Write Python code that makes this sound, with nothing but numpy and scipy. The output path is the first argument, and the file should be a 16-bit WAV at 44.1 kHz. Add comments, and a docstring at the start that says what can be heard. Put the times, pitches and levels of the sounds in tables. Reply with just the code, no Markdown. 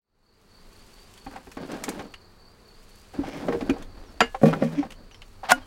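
"""A wooden hive box is dragged out of the grass, set on its floor board and shoved into place.
Bumps ring its modes; wood catching and slipping on wood judders, rasps and groans.
The beekeeper's steel hive tool clacks on the lid, then scrapes and knocks at the entrance.
Suit and grass rustle, dry stems snap, bees' wing beats hum faintly over a low breeze,
and a small bird repeats a trill in the trees."""
import sys
import numpy as np
from scipy import signal
from scipy.fft import rfft, irfft, next_fast_len
from scipy.io import wavfile
from scipy.ndimage import map_coordinates

SR = 44100
rng = np.random.default_rng(int(sys.argv[2]) if len(sys.argv) > 2 else 0)


def master_out(mix):
    """Clip the mix to full scale and print it as 16-bit PCM to the path in sys.argv[1]."""
    frames = np.transpose(np.atleast_2d(mix))
    ceiling = np.clip(frames, -1, 1)
    pcm = np.round(ceiling * 32767).astype(np.int16)
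    wavfile.write(sys.argv[1], SR, pcm)


N = 249606


def amp(db):
    """Decibels to gain."""
    return 10 ** (np.asarray(db) / 20)


def unit(x):
    """Scale to rms 1."""
    return x / np.sqrt(np.mean(x ** 2) + 1e-20)


def clock(seconds):
    """Sample times from zero."""
    return np.arange(int(seconds * SR)) / SR


def decay(t, t60_s):
    """Exponential fall, 60 dB in t60_s."""
    return np.exp(-np.log(1000) * t / t60_s)


def stroke(start_s, end_s, attack_s, t60_s):
    """Envelope of one movement: ramp, hold, decay."""
    t = np.arange(N) / SR
    return np.clip((t - start_s) / attack_s, 0, 1) * decay(np.maximum(t - end_s, 0), t60_s)


def curve_db(points):
    """Per-sample level through (s, dB) points, -120 dB outside them."""
    return np.interp(np.arange(N) / SR, *np.transpose(points), left=-120, right=-120)


def wobble(rate_hz):
    """Smooth random curve, rate_hz knots a second."""
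    knots = rng.standard_normal(int(N * rate_hz / SR) + 4)
    return map_coordinates(knots, [np.arange(N) * rate_hz / SR])


def grains(rate_hz, spread_db):
    """Tiny random slips of scattered size and either sign."""
    size = amp(spread_db * np.clip(rng.standard_normal(N), -2, 2))
    return (rng.random(N) < rate_hz / SR) * rng.uniform(-1.11, 1, N) * size


def colour(x, spectrum):
    """Shape x by (Hz, dB) points on a log axis."""
    size = next_fast_len(len(x) + 8192)
    hz, db = np.transpose(spectrum)
    gain = amp(np.interp(np.log(np.fft.rfftfreq(size, 1 / SR) + 1), np.log(hz), db))
    return irfft(rfft(x, size) * gain, size)[:len(x)]


def band(x, lo_hz, hi_hz, order):
    """Causal band-pass."""
    return signal.sosfilt(signal.butter(order, [lo_hz, hi_hz], 'band', fs=SR, output='sos'), x)


def add(track, start_s, sound):
    """Mix a sound in at start_s."""
    start = max(round(start_s * SR), 0)
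    part = sound[:max(N - start, 0)]
    track[start:start + len(part)] += part


# Each row: frequency in Hz, gain in dB.
AIR_SPECTRUM = [(12, -37), (20, 2), (41, -1.5), (134, -6), (241, -8.5), (285, -9), (422, -5), (607, -13.5),
                (1150, -12.5), (3530, -27.5), (4540, -14.5), (5080, -29), (14300, -38.5), (16000, -32)]
def air():
    """Soft outdoor hush."""
    return amp(-56.5) * unit(colour(rng.standard_normal(N), AIR_SPECTRUM))


# Each row: time in seconds, level in dB.
BREEZE_LEVELS = [(0.1, -75), (0.7, -54), (1.82, -53), (2.52, -57.5), (3.95, -43.5), (5.04, -50),
                 (5.66, -49.5)]
def breeze_and_handling():
    """Low, uneven breeze rumble, with a brief jolt of handling noise once the box is down."""
    spectrum = [(8, -17.5), (20, 8.5), (35, -1), (65, -12.5), (95, -3.5), (125, -26), (300, -76)]
    rumble = unit(colour(rng.standard_normal(N), spectrum))
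    jolt = amp(-47.5) * stroke(start_s=3.91, end_s=3.97, attack_s=.027, t60_s=.18)
    return (amp(curve_db(BREEZE_LEVELS)) + jolt) * rumble


def bees(count=7):
    """Each bee is a stack of wing-beat harmonics wandering in pitch and distance."""
    hum = np.zeros(N)
    for wing_hz in np.linspace(175, 250, count):
        drift = 1 + .049 * wobble(3.3) + .00876 * wobble(25)
        phase = 2 * np.pi * np.cumsum(wing_hz * drift) / SR
        hum += amp(2.4 * wobble(1.2)) * signal.sawtooth(phase)
    spectrum = [(200, -1), (420, -4), (1000, 3.5), (3000, -12), (7000, -24)]
    return amp(-63.5) * unit(colour(hum, spectrum))


# Each row: time in seconds, level in dB.
RUSTLE_LEVELS = [(0.15, -92), (0.49, -71), (0.76, -65), (1.13, -62), (1.55, -66.5), (1.75, -58.5),
                 (1.99, -60), (2.14, -74), (2.48, -73), (2.88, -65), (3.57, -60.5), (3.88, -69.5),
                 (4.19, -67.5), (4.4, -61), (4.74, -62.5), (4.92, -73.5), (5.4, -68.5), (5.66, -69.5)]
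# Each row: frequency in Hz, gain in dB.
CLOTH_SPECTRUM = [(150, -12), (400, 3), (1000, -2.5), (2500, 4), (6000, -2.5), (9000, -4.5), (14000, -17),
                  (16000, -68)]
def rustle(stir_s=.027):
    """Suit fabric hisses, grass crackles in clumps; each shove of the hive stirs both."""
    hiss = unit(colour(rng.standard_normal(N), CLOTH_SPECTRUM)) * amp(1.2 * wobble(40))
    clumps = amp(3 * wobble(45)) * grains(rate_hz=800, spread_db=3.8)
    crackle = unit(colour(clumps, [(800, -14), (3000, -2), (7000, 0), (16000, -8)]))
    stirs = sum(stroke(s, s + stir_s, stir_s, t60_s=.045) for s, *_ in HIVE_SHOVES)
    envelope = amp(curve_db(RUSTLE_LEVELS) + 1) + amp(-52.5) * stirs
    return envelope * (amp(1.3) * hiss + amp(-1.7) * crackle)


def chirp(start_hz, end_hz, seconds):
    """Gliding whistle that swells and fades."""
    progress = clock(seconds) / seconds
    hz = start_hz + (end_hz - start_hz) * progress
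    return np.sin(np.pi * progress) * np.sin(2 * np.pi * np.cumsum(hz) / SR)


# Each row: start in seconds, level in dB.
TRILL_CALLS = [(0.227, -59), (0.484, -59.5), (0.724, -59.5), (0.928, -58.5), (1.179, -58), (1.55, -61.5),
               (2.019, -59.5), (2.149, -61), (2.39, -59.5), (2.653, -58), (2.884, -59.5), (3.11, -61.5),
               (3.641, -60.5), (3.888, -61.5), (4.111, -60), (4.919, -65)]
# Other birds. Each row: start in seconds, start pitch in Hz, end pitch in Hz, level in dB.
WHISTLE_CALLS = [(4.05, 5970, 5150, -57.5), (5.11, 6300, 4950, -52), (5.601, 3340, 3020, -55)]
def birds(flicks=4, flick_gap_s=.029, rise_delay_s=.06):
    """Trills of falling flicks over a thin rising note, and lone whistles; the trees smear them."""
    song = np.zeros(N)
    for start_s, db in TRILL_CALLS:
        for k in range(flicks):
            pitch = 1 + .012 * rng.standard_normal()
            flick_s = start_s + k * flick_gap_s + rng.normal(0, .003)
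            gain = amp(db + 7 + rng.normal(0, 2))
            add(song, flick_s, gain * chirp(4720 * pitch, 4260 * pitch, seconds=.018))
        add(song, start_s + rise_delay_s, amp(db - 2) * chirp(4600, 4880, seconds=.11))
    for start_s, start_hz, end_hz, db in WHISTLE_CALLS:
        add(song, start_s, amp(db) * chirp(start_hz, end_hz, seconds=.06))
    t = clock(.5)
    trees = rng.standard_normal(len(t)) * decay(t, .26)
    reverb = signal.fftconvolve(song, trees / np.linalg.norm(trees))[:N]
    return amp(-3) * song + amp(-7) * reverb


# Each row: start in seconds, level in dB, pitch in Hz, relative fizz level in dB.
STEM_SNAPS = [(0.983, -48.5, 3300, -22), (1.138, -51.5, 2990, 3), (1.176, -43, 3320, -7),
              (1.362, -35, 1960, -14.5), (1.5162, -37, 2500, -7), (1.717, -38, 2330, -2.5),
              (1.8379, -24.5, 2240, -1), (1.89, -27, 2270, 0), (2.1391, -31.5, 2850, -19),
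              (3.6965, -20.5, 2430, -18.5), (3.783, -48, 3400, -6), (3.824, -39.5, 3340, -6.5),
              (4.905, -37, 2854, -8), (4.9206, -35, 3000, -11), (5.1117, -42.5, 2930, -23),
              (5.1447, -40, 3140, -30), (5.219, -36, 2880, -21)]
def snaps():
    """Dry stems and small clicks: a pitched pip, a wider splinter of noise and a high fizz."""
    out, t = np.zeros(N), clock(.1)
    envelope = decay(t, .04) + amp(-13) * decay(t, .13)
    for start_s, db, hz, fizz_db in STEM_SNAPS:
        pip, splinter, fizz = rng.standard_normal((3, len(t)))
        pip = amp(-8.5) * unit(band(pip, hz * .95, hz * 1.05, order=2))
        splinter = amp(-8) * unit(band(splinter, hz * .25, hz * 1.19, order=2))
        fizz = amp(fizz_db - 4.5) * unit(band(fizz, 5000, 8400, order=1))
        add(out, start_s, amp(db) * (pip + splinter + fizz) * envelope)
    return out


# Registers: boom, body, clack, crack. 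Each row: low edge in Hz, high edge in Hz.
REGISTERS_HZ = [(150, 380), (380, 700), (700, 2000), (2000, 16000)]
# Each entry: a register's gain in dB per dB of contact hardness.
HARDNESS_SLOPES = [0, .5, .8, 1.3]
def blows(hits, modes, voice_db, burst_db, burst_t60_s, tail_db, tail_t60_s, cutoff_hz, attack_s):
    """Each blow rings the modes over a noise burst of dense, short ones; hardness lifts the treble."""
    out, t = np.zeros(N), clock(.5)
    onset = t < .02
    hz, mode_db, t60_s = np.transpose(modes)[:, :, None]
    for start_s, level_db, hardness_db, body_db in hits:
        weights_db = np.add(voice_db, hardness_db * np.array(HARDNESS_SLOPES)) + [0, body_db, 0, 0]
        gains = amp(mode_db + rng.standard_normal(hz.shape))
        phases = .5 * rng.standard_normal(hz.shape)
        ring = gains * decay(t, t60_s) * np.sin(2 * np.pi * hz * t + phases)
        envelope = decay(t, burst_t60_s) + amp(tail_db) * decay(t, tail_t60_s)
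        burst = rng.standard_normal(len(t)) * envelope
        burst = signal.lfilter(*signal.butter(2, cutoff_hz, fs=SR), burst)
        for (lo_hz, hi_hz), weight_db in zip(REGISTERS_HZ, weights_db):
            inside = (hz[:, 0] >= lo_hz) & (hz[:, 0] < hi_hz)
            tones = ring[inside].sum(0) * (1 - np.exp(-t * lo_hz))  # low modes build more slowly
            noise = band(burst, lo_hz, hi_hz, order=4)
            density = amp(burst_db) * np.sqrt(lo_hz / 700)  # modes crowd as pitch rises
            part = tones / (np.std(tones[onset]) + 1e-9) + density * noise / np.std(noise[onset])
            part *= 1 - np.exp(-t / attack_s)  # soft wood gives before it stops
            add(out, start_s, amp(level_db + weight_db) * part / np.std(part[onset]))
    return out


# Each row: start in seconds, level in dB, hardness in dB, extra body from the spot struck in dB.
BOX_BUMPS = [(1.263, -35.5, -3, -22), (1.469, -45, 2, 5), (1.569, -30, -3, -0.5), (1.88, -27, 0, 2.5),
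             (1.992, -41.5, 10, 6), (3.188, -19.5, -44, -23), (3.4825, -19.5, -6.5, 9), (3.523, -24, -3, 3),
             (3.546, -30.5, -10, 17.5), (3.607, -36.5, 7.5, 5), (3.623, -24, -23, 6),
             (3.693, -13, -16, -0.5)]
# Each row: frequency in Hz, level in dB, t60 in seconds.
BOX_MODES = [(242, -29, 0.072), (275.8, 8, 0.078), (302.5, 2.5, 0.068), (382, -2, 0.077),
             (466.3, -7.5, 0.27), (577, -1, 0.021), (811, -2, 0.051), (1096, -13, 0.093),
             (1585, -16.5, 0.13), (2300, -15, 0.077), (2446, -11, 0.066)]
# Each entry: a register's gain in dB.
BOX_REGISTERS_DB = [-0.5, -6.5, -4.5, -14]
def box_bumps():
    """The held box bumps and booms."""
    return amp(-4.5) * blows(BOX_BUMPS, BOX_MODES, BOX_REGISTERS_DB, burst_db=-1.5, burst_t60_s=.058,
                             tail_db=-16.5, tail_t60_s=.16, cutoff_hz=2860, attack_s=.0015)


def ground_thuds(base_db=-22, db_per_bump_db=.57):
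    """The ground takes the weight of each bump with a dull, low push."""
    out, t = np.zeros(N), clock(.3)
    for start_s, bump_db, *_ in BOX_BUMPS:
        thud = unit(band(rng.standard_normal(len(t)), 20, 87, order=2)) * decay(t, .17)
        add(out, start_s, amp(base_db + db_per_bump_db * bump_db) * thud)
    return out


# Each row: start in seconds, level in dB.
BOARD_TAPS = [(1.266, -36), (1.36, -34), (2.007, -38.5), (3.137, -41.5), (3.235, -33), (3.437, -38),
              (3.762, -37.5), (4.345, -24.5), (4.828, -28.5), (5.432, -30)]
# Each row: frequency in Hz, level in dB, t60 in seconds.
BOARD_MODES = [(524.5, -16, 0.18), (780, 4, 0.046), (962, -2, 0.022), (1086, -11.5, 0.073),
               (1670, -38, 0.02)]
def board_taps(attack_s=.0037):
    """Soft contacts ring a loose board's few modes and barely click."""
    out, t = np.zeros(N), clock(.2)
    for start_s, db in BOARD_TAPS:
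        ring = sum(amp(mode_db) * decay(t, t60_s) * np.sin(2 * np.pi * (hz * t + rng.random()))
                   for hz, mode_db, t60_s in BOARD_MODES)
        click = unit(band(rng.standard_normal(len(t)), 330, 1670, order=2)) * decay(t, .068)
        add(out, start_s, amp(db + 6.5) * (ring + amp(-10) * click) * (1 - np.exp(-t / attack_s)))
    return out


def resonate(x, modes, t60_scale):
    """Drive a box's modes, damped by the hands that hold it."""
    t = clock(.2)
    ring = sum(amp(db) * decay(t, t60_s * t60_scale) * np.cos(2 * np.pi * hz * t)
               for hz, db, t60_s in modes)
    return unit(signal.fftconvolve(x, ring)[:N])


# Each row: start in seconds, end in seconds, judder level in dB, rasp level in dB.
SLIDE_PUSHES = [(1.297, 1.341, -46, -44.5), (1.565, 2.007, -40, -47), (1.668, 1.746, -35, -41),
                (3.128, 3.811, -39, -47.5), (3.432, 3.547, -32.5, -52), (3.82, 4.148, -54.5, -58),
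                (4.435, 4.534, -28, -42.5), (4.57, 4.818, -38.5, -47), (4.958, 4.969, -45, -56.5),
                (5.425, 5.536, -53, -41.5)]
# Each row, in both: frequency in Hz, gain in dB.
JUDDER_SPECTRUM = [(100, -16), (170, 1), (330, -3), (440, -4), (600, -4.5), (900, -18.5), (2000, -51)]
RASP_SPECTRUM = [(300, -51), (600, 4.5), (900, 5), (1200, 2.5), (1600, 3), (1950, -2), (2350, -5),
                 (3300, -7.5), (5000, -9.5), (9000, -37)]
def sliding():
    """Wood catches and slips: coarse slips ring the held box, later the seated hive; fine ones rasp."""
    judder_gain, rasp_gain = np.zeros((2, N))
    for start_s, end_s, judder_db, rasp_db in SLIDE_PUSHES:
        push = stroke(start_s, end_s, attack_s=.031, t60_s=.4)
        judder_gain = np.maximum(judder_gain, amp(judder_db) * push)
        rasp_gain = np.maximum(rasp_gain, amp(rasp_db) * push)
    grip = amp(2.5 * wobble(40))
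    judder = unit(colour(grip * grains(rate_hz=900, spread_db=0), JUDDER_SPECTRUM))
    rasp = unit(colour(grip * grains(rate_hz=3000, spread_db=2.5), RASP_SPECTRUM))
    held = unit(judder + amp(-3) * resonate(judder, BOX_MODES, t60_scale=.8))
    seated = unit(judder + amp(2) * resonate(judder, HIVE_MODES, t60_scale=.8))
    rasp = unit(rasp + amp(-6.5) * resonate(rasp, BOX_MODES, t60_scale=.26))
    before_tool = np.arange(N) / SR < LID_CLACKS[0][0]
    return judder_gain * np.where(before_tool, held, seated) + rasp_gain * rasp


# Each row: start in seconds, end in seconds, level in dB.
SCUFF_STROKES = [(3.205, 3.462, -46.5), (4.454, 4.53, -42.5), (4.58, 4.707, -49.5), (4.74, 4.845, -46)]
# Each row: frequency in Hz, gain in dB.
SCUFF_SPECTRUM = [(900, -13.5), (1850, 1.5), (2300, 4.5), (2700, -3.5), (3000, -2.5), (3330, -1),
                  (3800, -16), (5200, -8), (6050, -9), (6800, -16.5), (16000, -44)]
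def scuffs():
    """Smooth faces brush past each other in swells of fine, gritty hiss."""
    envelope = np.zeros(N)
    for start_s, end_s, db in SCUFF_STROKES:
        length_s = end_s - start_s
        add(envelope, start_s, amp(db) * np.sin(np.pi * clock(length_s) / length_s))
    return envelope * unit(colour(grains(rate_hz=4500, spread_db=-8), SCUFF_SPECTRUM))


# Each row: crest in seconds, slip rate in Hz, level in dB.
BOX_GROANS = [(3.207, 275.4, -23.5), (4.796, 287.3, -18), (5.573, 297, -39.5)]
def groans(swell_s=.0194):
    """For a moment the slips lock to a low mode of the box."""
    out = np.zeros(N)
    for crest_s, hz, db in BOX_GROANS:
        t = np.arange(N) / SR - crest_s
        swell = (1 + (t / swell_s) ** 2) ** -2
        phase = 2 * np.pi * hz * t + 2 * np.pi * rng.random()
        out += amp(db) * swell * np.sqrt(2) * (np.sin(phase) + amp(-23) * np.sin(2 * phase))
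    return out


# Each row: start in seconds, level in dB, hardness in dB, extra body in dB.
LID_CLACKS = [(4.2054, -26.5, 4.5, -18), (4.212, -23.5, -5.5, 3.5), (4.529, -26, -13.5, -6),
              (4.535, -32, -7, -7)]
# Each row: frequency in Hz, level in dB, t60 in seconds.
LID_MODES = [(247, -8, .11), (460, -10, .12), (732, -2, .07), (802, -7, .16), (970, -7, .08),
             (1353, 1, .06), (1492, -1, .055), (2330, 2, .025), (2600, 3, .025), (3350, -8, .03)]
# Each entry: a register's gain in dB.
LID_REGISTERS_DB = [6, 6, 12.5, 4.5]
def lid_clacks():
    """The tool lands on the lid, bounces, and rattles at the shove."""
    return amp(-6.5) * blows(LID_CLACKS, LID_MODES, LID_REGISTERS_DB, burst_db=1, burst_t60_s=.018,
                             tail_db=-19, tail_t60_s=.16, cutoff_hz=2300, attack_s=.0008)


# Each row: frequency in Hz, level in dB, t60 in seconds.
BLADE_MODES = [(1696, -31, .28), (2105, -19, .115), (2826, -22, .155), (2961, -24, .12), (4757, -26, .11),
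               (7090, -28.5, .1)]
def blade_ring():
    """First contact with the lid rings the steel blade's bending modes."""
    out, t = np.zeros(N), clock(.5)
    ring = sum(amp(db) * decay(t, t60_s) * np.sin(2 * np.pi * hz * t) for hz, db, t60_s in BLADE_MODES)
    add(out, LID_CLACKS[0][0], ring)
    return out


# Each row: start in seconds, level in dB, hardness in dB, extra body in dB.
HIVE_SHOVES = [(4.414, -33.5, 3, -3), (4.4324, -13, -5, 1.5), (4.456, -37, 20.5, -23),
               (4.485, -37.5, 15, 1), (4.621, -20.5, 1, -1.5)]
# Each row: frequency in Hz, level in dB, t60 in seconds.
HIVE_MODES = [(161, -2, 0.4), (224, 5, 0.2), (241.1, 2.5, 0.24), (263, 13, 0.021), (464, -6.5, .2),
              (540.5, 0.5, 0.114), (570, 7, 0.026), (773, -13, 0.087), (1140, -23, 0.15),
              (1405, -21, 0.066), (1830, -29.5, 0.22), (2450, -28, 0.35)]
# Each entry: a register's gain in dB.
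HIVE_REGISTERS_DB = [0, -0.5, -14, -31.5]
def hive_thumps():
    """The seated hive is shoved against its floor board."""
    return amp(.5) * blows(HIVE_SHOVES, HIVE_MODES, HIVE_REGISTERS_DB, burst_db=-3, burst_t60_s=.025,
                           tail_db=-18, tail_t60_s=.22, cutoff_hz=3000, attack_s=.0012)


# Each row: frequency in Hz, gain in dB.
SCRAPE_SPECTRUM = [(250, -20), (500, -18.5), (750, 5), (1050, -5), (1500, -6), (2100, -7), (3200, -11),
                   (5000, -16.5), (12000, -32), (16000, -36)]
def blade_scrape(start_s=5.485, start_db=-28, rise_db_per_s=378):
    """The steel blade bites harder until the last knock on the board's edge."""
    end_s = EDGE_KNOCKS[-1][0]
    elapsed_s = np.clip(np.arange(N) / SR, start_s, end_s) - start_s
    bite = amp(start_db + rise_db_per_s * elapsed_s)
    grit = unit(colour(grains(rate_hz=8100, spread_db=-.5), SCRAPE_SPECTRUM))
    return bite * stroke(start_s, end_s, attack_s=.009, t60_s=.02) * grit


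# Each row: start in seconds, level in dB, hardness in dB, extra body in dB.
EDGE_KNOCKS = [(5.5078, -33, 1, 4.5), (5.5175, -26, 1.75, -16)]
# Each row: frequency in Hz, level in dB, t60 in seconds.
EDGE_MODES = [(257.5, -17, 0.22), (533, -16, 0.19), (725, 8, 0.055), (980, -8, .05), (1433, 6, 0.08),
              (1590, 6, 0.035), (2080, -3, .04), (2670, -5, 0.039), (2920, -13, 0.12), (5160, -17, 0.06)]
# Each entry: a register's gain in dB.
EDGE_REGISTERS_DB = [-1.5, -5, 14.5, 4.5]
def edge_knocks():
    """The tool knocks sharply on a board's edge at the entrance."""
    return amp(-2.5) * blows(EDGE_KNOCKS, EDGE_MODES, EDGE_REGISTERS_DB, burst_db=0, burst_t60_s=.018,
                             tail_db=-27, tail_t60_s=.13, cutoff_hz=10000, attack_s=.0003)


def scene(fade_s=.61):
    """The background fades in, then the work begins; mono."""
    hush, rumble = air(), breeze_and_handling()
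    fade = np.minimum(np.arange(N) / SR / fade_s, 1) ** 1.55
    background = fade * (hush + bees() + birds()) + rumble
    friction = rustle() + sliding() + scuffs() + groans() + blade_scrape()
    knocks = box_bumps() + hive_thumps() + lid_clacks() + edge_knocks() + blade_ring()
    return (background + friction + knocks + ground_thuds() + board_taps() + snaps())[None]


def record(dry, cutoff_hz=16100):
    """Soft clip, then brick-wall low-pass."""
    clipped = dry / (1 + np.abs(dry) ** 6) ** (1 / 6)
    size = next_fast_len(N + 8192)
    passband = np.fft.rfftfreq(size, 1 / SR) < cutoff_hz
    return irfft(rfft(clipped, size) * passband, size)[:, :N]


dry = scene()
out = record(dry)
master_out(out)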